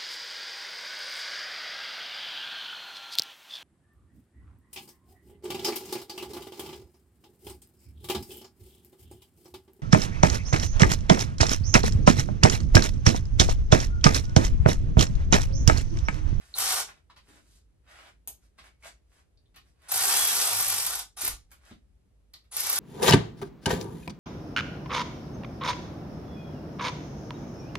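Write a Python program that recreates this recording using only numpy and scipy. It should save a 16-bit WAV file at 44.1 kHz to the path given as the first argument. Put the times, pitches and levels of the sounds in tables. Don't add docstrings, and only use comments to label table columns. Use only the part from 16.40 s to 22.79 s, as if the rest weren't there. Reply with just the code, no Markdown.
import sys
import numpy as np
from scipy import signal
from scipy.fft import rfft, irfft, next_fast_len
from scipy.io import wavfile
from scipy.ndimage import map_coordinates

SR = 44100
rng = np.random.default_rng(int(sys.argv[2]) if len(sys.argv) > 2 else 0)


def master(y):
    cut = np.clip(np.atleast_2d(y).T, -1, 1)
    pcm = np.round(cut * 32767)
    wavfile.write(sys.argv[1], SR, pcm.astype(np.int16))


N = 281799

# press_s, release_s, rattle_db, treble_db, ring_db, pawl_db, tones_db
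TRIGGER_PULLS = [(0.146, 0.408, -32, -34.5, -36.5, -18.5, -9), (3.482, 4.603, -33, -29, -38, -13.5, -0.5),
                 (4.764, 4.92, -31, -36, -39.5, -10.5, -4), (6.111, 6.401, -29.5, -43, -38, -8.5, -1)]
# time_s, stroke_rate_hz
SPEED_LIMITS = [
    [(.18, 55), (.3, 63), (.42, 43)],
    [(3.52, 56), (3.65, 68), (3.82, 74), (3.9, 71), (3.97, 58), (4.13, 52.5), (4.39, 50), (4.49, 35),
     (4.61, 32)],
    [(4.8, 32), (4.82, 33), (4.87, 36), (4.89, 22), (4.93, 13)],
    [(6.16, 29.5), (6.39, 35)],
]
# frequency_hz, density_db
GEAR_SPECTRUM = [(20, -47), (150, -25), (300, -15.5), (560, -12.5), (900, -6), (1400, -15.5), (1900, -2.5),
                 (2600, -4), (4400, 0), (5800, 3.5), (7500, 0), (10500, -1.5), (13600, -2), (15700, -7.5)]
# frequency_hz, density_db
SIZZLE_SPECTRUM = [(4000, -32), (8200, 3.0), (10500, -0.5), (15000, -11.0)]
# pitch_hz, width_hz, level_db
HOUSING_MODES = [(416, 36, -9), (773, 75, 8), (970, 200, -1.5), (1140, 100, 7), (1482, 130, 1),
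                 (2020, 130, -13), (3540, 720, -13), (5690, 160, -10)]
SHAFT_ORDERS = [2, 23, 23, 46]
# centre_hz, half_width_hz, level_db
SHAFT_RESONANCES = [(101, 8.9, -48.5), (1080, 70, -41.5), (1540, 120, -41), (3370, 140, -35)]
# start_s, level_db
HARD_CATCHES = [(0.1854, -17), (3.5188, -16.5), (3.5579, -16.5), (3.6381, -19.5), (3.8725, -15.5),
                (3.9289, -14.5), (4.0209, -20), (4.207, -15), (4.2802, -16), (4.2989, -17.5), (4.4655, -17),
                (4.554, -21.5)]
# frequency_hz, density_db
PAWL_SPECTRUM = [(500, -45), (3000, -19), (9000, -19), (11500, 0), (13500, 10), (15700, -17.5)]
# start_s, level_db, knock_offset_db, clink_offset_db
BOLT_CONTACTS = [(0.484, -40, -20, -18), (0.699, -44.5, -5, -41), (0.763, -46, -1, -24.5),
                 (0.775, -41, -11.5, -22), (1.12, -64, -44, -10.5), (1.875, -24.5, -30, -7),
                 (2.185, -41.5, -4, -23), (3.144, -59, 4, -18), (3.161, -37, -11, -18),
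                 (3.42, -52.5, -5.5, -13.5), (5.116, -41, -21, -8.5), (5.309, -45.5, -7.5, -26),
                 (5.936, -37.5, -14, -16.5), (6.042, -58, -8.5, -16.5)]
# frequency_hz, density_db
KNOCK_SPECTRUM = [(100, -14.5), (500, -9.5), (1200, -4.5), (2200, -6.5), (4000, -4.5), (12000, -31)]
# frequency_hz, density_db
CLINK_SPECTRUM = [(300, -29), (800, -8.5), (1800, -28), (3500, -17), (7000, -7.5), (10000, -5), (13500, 2),
                  (15700, -11.5)]
# start_s, pitch_hz, level_db, spread_ratio, t60_s
SOCKET_PINGS = [(0.14, 4095, -26, 0.035, 0.042), (0.485, 1140, -46.5, 0.12, 0.053),
                (.699, 1130, -45.5, 0.13, .07), (.764, 1140, -51.5, 0.19, 0.06),
                (2.275, 2220, -73, .012, 0.74), (2.425, 2220, -50, .025, 0.14),
                (2.455, 640, -45.5, 0.09, 0.14), (2.974, 4570, -58, 0.13, 0.05),
                (3.058, 3700, -64, 0.11, 0.038), (5.938, 4380, -37, 0.18, 0.052)]
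# start_s, pitch_hz, level_db, t60_s
BODY_THUMPS = [(.877, 280, -59.5, 0.57), (4.831, 328, -44, 0.17), (4.848, 84.4, -44, 0.31),
               (4.881, 39.6, -46, 0.39), (5.311, 251, -37, 0.048)]
# peak_s, hold_s, rise_s, rub_db, hiss_db
SCUFF_EVENTS = [(0, 0.14, .01, -64, -66), (0.477, 0.011, 0.0046, -45.5, -61),
                (0.56, 0.017, .01, -63.5, -81), (0.884, 0.095, 0.022, -60, -67.5),
                (1.113, 0.064, 0.12, -72, -68.5), (1.488, 0.2, 0.0165, -52, -67),
                (2.036, 0.016, 0.024, -71, -72), (2.181, 0.014, 0.0043, -61.5, -69.5),
                (2.243, 0.029, 0.021, -54.5, -66.5), (2.444, 0.034, 0.013, -46.5, -54),
                (2.74, 0.056, 0.032, -67, -72), (3.258, 0.037, 0.018, -76, -76.5),
                (3.454, 0.046, 0.038, -56, -67.5), (5.116, 0.0106, 0.0076, -56, -64.5),
                (5.272, .045, 0.04, -55.5, -67)]
# frequency_hz, density_db
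RUB_SPECTRUM = [(80, -27), (300, -10), (480, -8.5), (620, 0), (1050, -1), (1550, 1), (2000, -1.5),
                (2500, -3), (4500, -10.5), (12000, -32)]
# frequency_hz, density_db
HISS_SPECTRUM = [(1000, -23), (4000, 3.5), (7000, 4.5), (11000, 0), (14500, -5), (16000, -24.5)]
# frequency_hz, t60_s
GARAGE_DECAY = [(100, 0.46), (500, 0.18), (2000, 0.2), (6000, 0.22), (14000, 0.14)]
# frequency_hz, density_db
RUMBLE_SPECTRUM = [(20, -23.5), (36, -16.5), (52, 4.5), (70, -3.5), (95, -11.5), (160, -19), (400, -32),
                   (1000, -62)]
# frequency_hz, density_db
AIR_SPECTRUM = [(100, -2.5), (400, 2), (1000, -11), (4000, -17.5), (10000, -19.5), (15000, -28)]
# frequency_hz, side_gain
STEREO_WIDTH = [(50, .25), (130, 0.28), (300, 0.84), (1200, 0.92), (2500, 1), (7000, 0.53), (8200, .1),
                (11000, .1), (12200, 0.77), (13300, .05)]
# frequency_hz, left_lead_rad
STEREO_PHASE = [(50, 0), (900, -0.67), (1800, 0.4), (2800, -1.5), (5800, -2), (7200, -1.54), (7700, -1),
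                (11300, 0.5), (12100, 1.48), (13000, 3), (14200, 3.05)]


def gears(speed, turns, rattle_db, ring_db, treble_db, throb_db, rough_db, drift_db):
    rattle_gain = amp(rattle_db) * drive(speed, "rattle", doubling_db=8.5)
    treble_gain = amp(treble_db + drift_db * wobble(25)) * drive(speed, "treble", doubling_db=9)
    ring_gain = amp(ring_db + drift_db * wobble(17)) * drive(speed, "ring", doubling_db=7)
    throb = amp(throb_db * np.cos(2 * np.pi * turns) + rough_db * wobble(120))
    teeth = grains(rate_hz=5000, spread_db=1.5) * throb
    ticks = grains(rate_hz=1800, spread_db=-1) * throb
    rattle = rattle_gain * coloured(teeth, GEAR_SPECTRUM)
    body = ring_gain * unit(filtered(teeth, housing))
    sizzle = treble_gain * coloured(ticks, SIZZLE_SPECTRUM)
    return rattle + body + sizzle


def housing(hz):
    return sum((-1) ** k * amp(db) * 1j * hz * width / (pitch ** 2 - hz ** 2 + 1j * hz * width)
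               for k, (pitch, width, db) in enumerate(HOUSING_MODES))


def pawl(speed, turns, catch_db, bounce_s, t60_s):
    out = np.zeros(N)
    force = drive(speed, "pawl", doubling_db=2.8)
    catch_times = np.array(HARD_CATCHES)[:, 0]
    snaps = [(start, amp(db + catch_db)) for start, db in HARD_CATCHES]
    for i in np.flatnonzero(np.diff(np.floor(turns)) > 0):
        if np.abs(catch_times - i / SR).min() > .012:
            snaps.append((i / SR, force[i] * amp(2 * rng.standard_normal())))
    for start, size in snaps:
        for bounce in range(3):
            delay = bounce * bounce_s * rng.uniform(.85, 1.15)
            add(out, start + delay, size * burst(PAWL_SPECTRUM, t60_s))
    return out


def shaft_whine(speed, turns, jitter_turns, waver_db):
    angle = 2 * np.pi * (turns + jitter_turns * wobble(40))
    stroke_hz = speed.sum(axis=0)
    tones = np.zeros(N)
    for order, (centre, half_width, db) in zip(SHAFT_ORDERS, SHAFT_RESONANCES):
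        detune = (order * stroke_hz - centre) / half_width
        tones += amp(db + waver_db * wobble(21)) * np.sin(order * angle) / (1 + detune ** 2)
    return drive(speed, "tones", doubling_db=3.5) * tones


def motor(turns, switch_hz, level_db, upper_db, rise_s, fade_s):
    t = clock()
    envelope = sum(np.clip((t - press) / rise_s, 0, 1) * (t < release) * np.exp(-abs(t - press) / fade_s)
                   for press, release, *_ in TRIGGER_PULLS)
    rotor_turns = 23 * turns
    lower = np.sin(2 * np.pi * (switch_hz * t - rotor_turns))
    upper = np.sin(2 * np.pi * (switch_hz * t + rotor_turns))
    return amp(level_db) * envelope * (lower + amp(upper_db) * upper)


def stroke_rates(spin_up_s, brake_s):
    t = clock()
    rates = []
    for (press, release, *_), curve in zip(TRIGGER_PULLS, SPEED_LIMITS):
        spin_up = 1 - np.exp(-np.maximum(0, t - press) / spin_up_s)
        brake = np.exp(-np.maximum(0, t - release) / brake_s)
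        rates.append(np.interp(t, *np.transpose(curve)) * spin_up * brake)
    return np.array(rates)


def strokes(speed):
    turns = np.zeros(N)
    for (press, *_), rate in zip(TRIGGER_PULLS, speed):
        turns = np.where(clock() >= press, np.cumsum(rate) / SR, turns)
    return turns


def drive(speed, layer, doubling_db, reference_hz=60):
    column = 2 + ["rattle", "treble", "ring", "pawl", "tones"].index(layer)
    pull_db = np.array(TRIGGER_PULLS)[speed.argmax(axis=0), column]
    doublings = np.log2(speed.sum(axis=0) / reference_hz + 1e-20)
    return amp(pull_db + doubling_db * doublings)


def contacts(knock_db, clink_db, knock_t60_s, clink_t60_s, soft_s):
    out = np.zeros(N)
    for start, db, dull_db, bright_db in BOLT_CONTACTS:
        knock = burst(KNOCK_SPECTRUM, knock_t60_s)
        onset = np.minimum(1, np.arange(len(knock)) / SR / (2 * soft_s)) ** 2
        add(out, start - soft_s, amp(db + dull_db + knock_db) * knock * onset)
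        add(out, start, amp(db + bright_db + clink_db) * burst(CLINK_SPECTRUM, clink_t60_s))
    return out


def handling(ping_db, thump_db):
    out = np.zeros(N)
    for start, hz, db, spread, t60_s in SOCKET_PINGS:
        add(out, start, amp(db + ping_db) * ring(hz, t60_s, spread))
    for start, hz, db, t60_s in BODY_THUMPS:
        add(out, start, amp(db + thump_db) * ring(hz, t60_s, spread=0.54))
    return out


def scuffs(rub_db, hiss_db, fall_s):
    shapes = np.array([held(peak, peak + hold, rise, fall_s) for peak, hold, rise, *_ in SCUFF_EVENTS])
    *_, rub_levels, hiss_levels = np.transpose(SCUFF_EVENTS)
    rub = amp(rub_levels) @ shapes * coloured(grains(rate_hz=2700, spread_db=8.5), RUB_SPECTRUM)
    hiss = amp(hiss_levels) @ shapes * coloured(grains(rate_hz=5700, spread_db=7.5), HISS_SPECTRUM)
    return amp(rub_db) * rub + amp(hiss_db) * hiss


def garage(x, wet_db, build_s, shift_hz):
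    hz, t, noise = signal.stft(rng.standard_normal((4, SR // 2)), SR, nperseg=256)
    decay = np.exp(-np.log(1000) * t / along(GARAGE_DECAY, hz)[:, None])
    tails = signal.istft(noise * decay, SR, nperseg=256)[1]
    tails *= 1 - np.exp(-np.arange(tails.shape[1]) / SR / build_s)
    pose = np.pi * wobble(shift_hz)
    blend = np.array([np.cos(pose)] * 2 + [np.sin(pose)] * 2)
    echoes = signal.fftconvolve(x * blend, tails / np.linalg.norm(tails[0]), axes=1)[:, :N]
    return (x + amp(wet_db) * (echoes[:2] + echoes[2:])) / np.sqrt(1 + amp(wet_db) ** 2)


def rumble(level_db, swell_db, air_db):
    swell = amp(level_db + swell_db * wobble(3.9))
    drone = swell * coloured(rng.standard_normal((2, N)), RUMBLE_SPECTRUM)
    return drone + amp(air_db) * coloured(rng.standard_normal((2, N)), AIR_SPECTRUM)


def ring(hz, t60_s, spread):
    t = np.arange(SR // 2) / SR
    detune = (np.fft.rfftfreq(len(t), 1 / SR) / hz - 1) / spread
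    phases = np.exp(2j * np.pi * rng.random(len(detune)))
    cluster = irfft(phases / (1 + detune ** 2), len(t))
    return unit(cluster) * np.exp(-np.log(1000) * t / t60_s) * (1 - np.exp(-t * hz))


def burst(spectrum, t60_s, size=4096):
    gain = amp(along(spectrum, np.fft.rfftfreq(size, 1 / SR)))
    noise = irfft(rfft(rng.standard_normal(size)) * gain)
    crack = noise * np.exp(-np.log(1000) * np.arange(size) / SR / t60_s)
    return crack / np.abs(crack).max()


def grains(rate_hz, spread_db):
    impacts = (rng.random(N) < rate_hz / SR) * np.sign(rng.standard_normal(N))
    return impacts * amp(spread_db * rng.standard_normal(N))


def held(start_s, end_s, rise_s, fall_s):
    t = clock()
    return np.exp(-np.maximum(0, start_s - t) / rise_s - np.maximum(0, t - end_s) / fall_s)


def wobble(rate_hz):
    return map_coordinates(rng.standard_normal(int(N * rate_hz / SR) + 4), [clock() * rate_hz])


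def coloured(x, spectrum):
    return unit(filtered(x, lambda hz: amp(along(spectrum, hz))))


def filtered(x, response):
    size = next_fast_len(N + SR // 2)
    return irfft(rfft(x, size) * response(np.fft.rfftfreq(size, 1 / SR)), size)[..., :N]


def along(points, hz):
    frequencies, values = np.transpose(points)
    return np.interp(np.log(hz + 1), np.log(frequencies + 1), values)


def add(track, start_s, sound):
    part = track[max(0, round(start_s * SR)):][:len(sound)]
    part += sound[:len(part)]


def amp(db):
    return 10 ** (np.asarray(db) / 20)


def unit(x):
    return x / np.sqrt(np.mean(x ** 2) + 1e-20)


def clock():
    return np.arange(N) / SR


def scene():
    speed = stroke_rates(spin_up_s=.025, brake_s=.008)
    turns = strokes(speed)
    rattle = gears(speed, turns, rattle_db=6.5, ring_db=1, treble_db=-3.5,
                   throb_db=2, rough_db=2.5, drift_db=1.24)
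    tones = shaft_whine(speed, turns, jitter_turns=.002, waver_db=2.5)
    tones += motor(turns, switch_hz=10040, level_db=-40, upper_db=-18, rise_s=.0093, fade_s=.66)
    tool = garage(rattle, wet_db=3, build_s=.0055, shift_hz=25)
    tool += garage(tones, wet_db=3, build_s=.002, shift_hz=4)
    touches = contacts(knock_db=16.5, clink_db=17, knock_t60_s=.044, clink_t60_s=.0091, soft_s=.004)
    touches += scuffs(rub_db=-1.5, hiss_db=2.5, fall_s=.0091)
    worker = garage(touches, wet_db=6, build_s=.0029, shift_hz=15)
    worker += garage(handling(ping_db=-2.5, thump_db=1.5), wet_db=-2.5, build_s=.0051, shift_hz=12)
    room = rumble(level_db=-60.5, swell_db=1, air_db=-75.5)
    snaps = pawl(speed, turns, catch_db=7.5, bounce_s=.0026, t60_s=.004)
    tool += garage(snaps, wet_db=-1.5, build_s=.004, shift_hz=13)
    return tool + worker + room


def record(dry):
    mid = (dry[0] + dry[1]) / 2
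    side = filtered((dry[0] - dry[1]) / 2, lambda hz: along(STEREO_WIDTH, hz))
    stereo = np.array([mid + side, mid - side])
    stereo = filtered(stereo, lambda hz: np.exp(np.array([[.5j], [-.5j]]) * along(STEREO_PHASE, hz)))
    return filtered(stereo, lambda hz: 1 / (1 + (hz / 15850) ** 200))


dry = scene()
out = record(dry)
master(out)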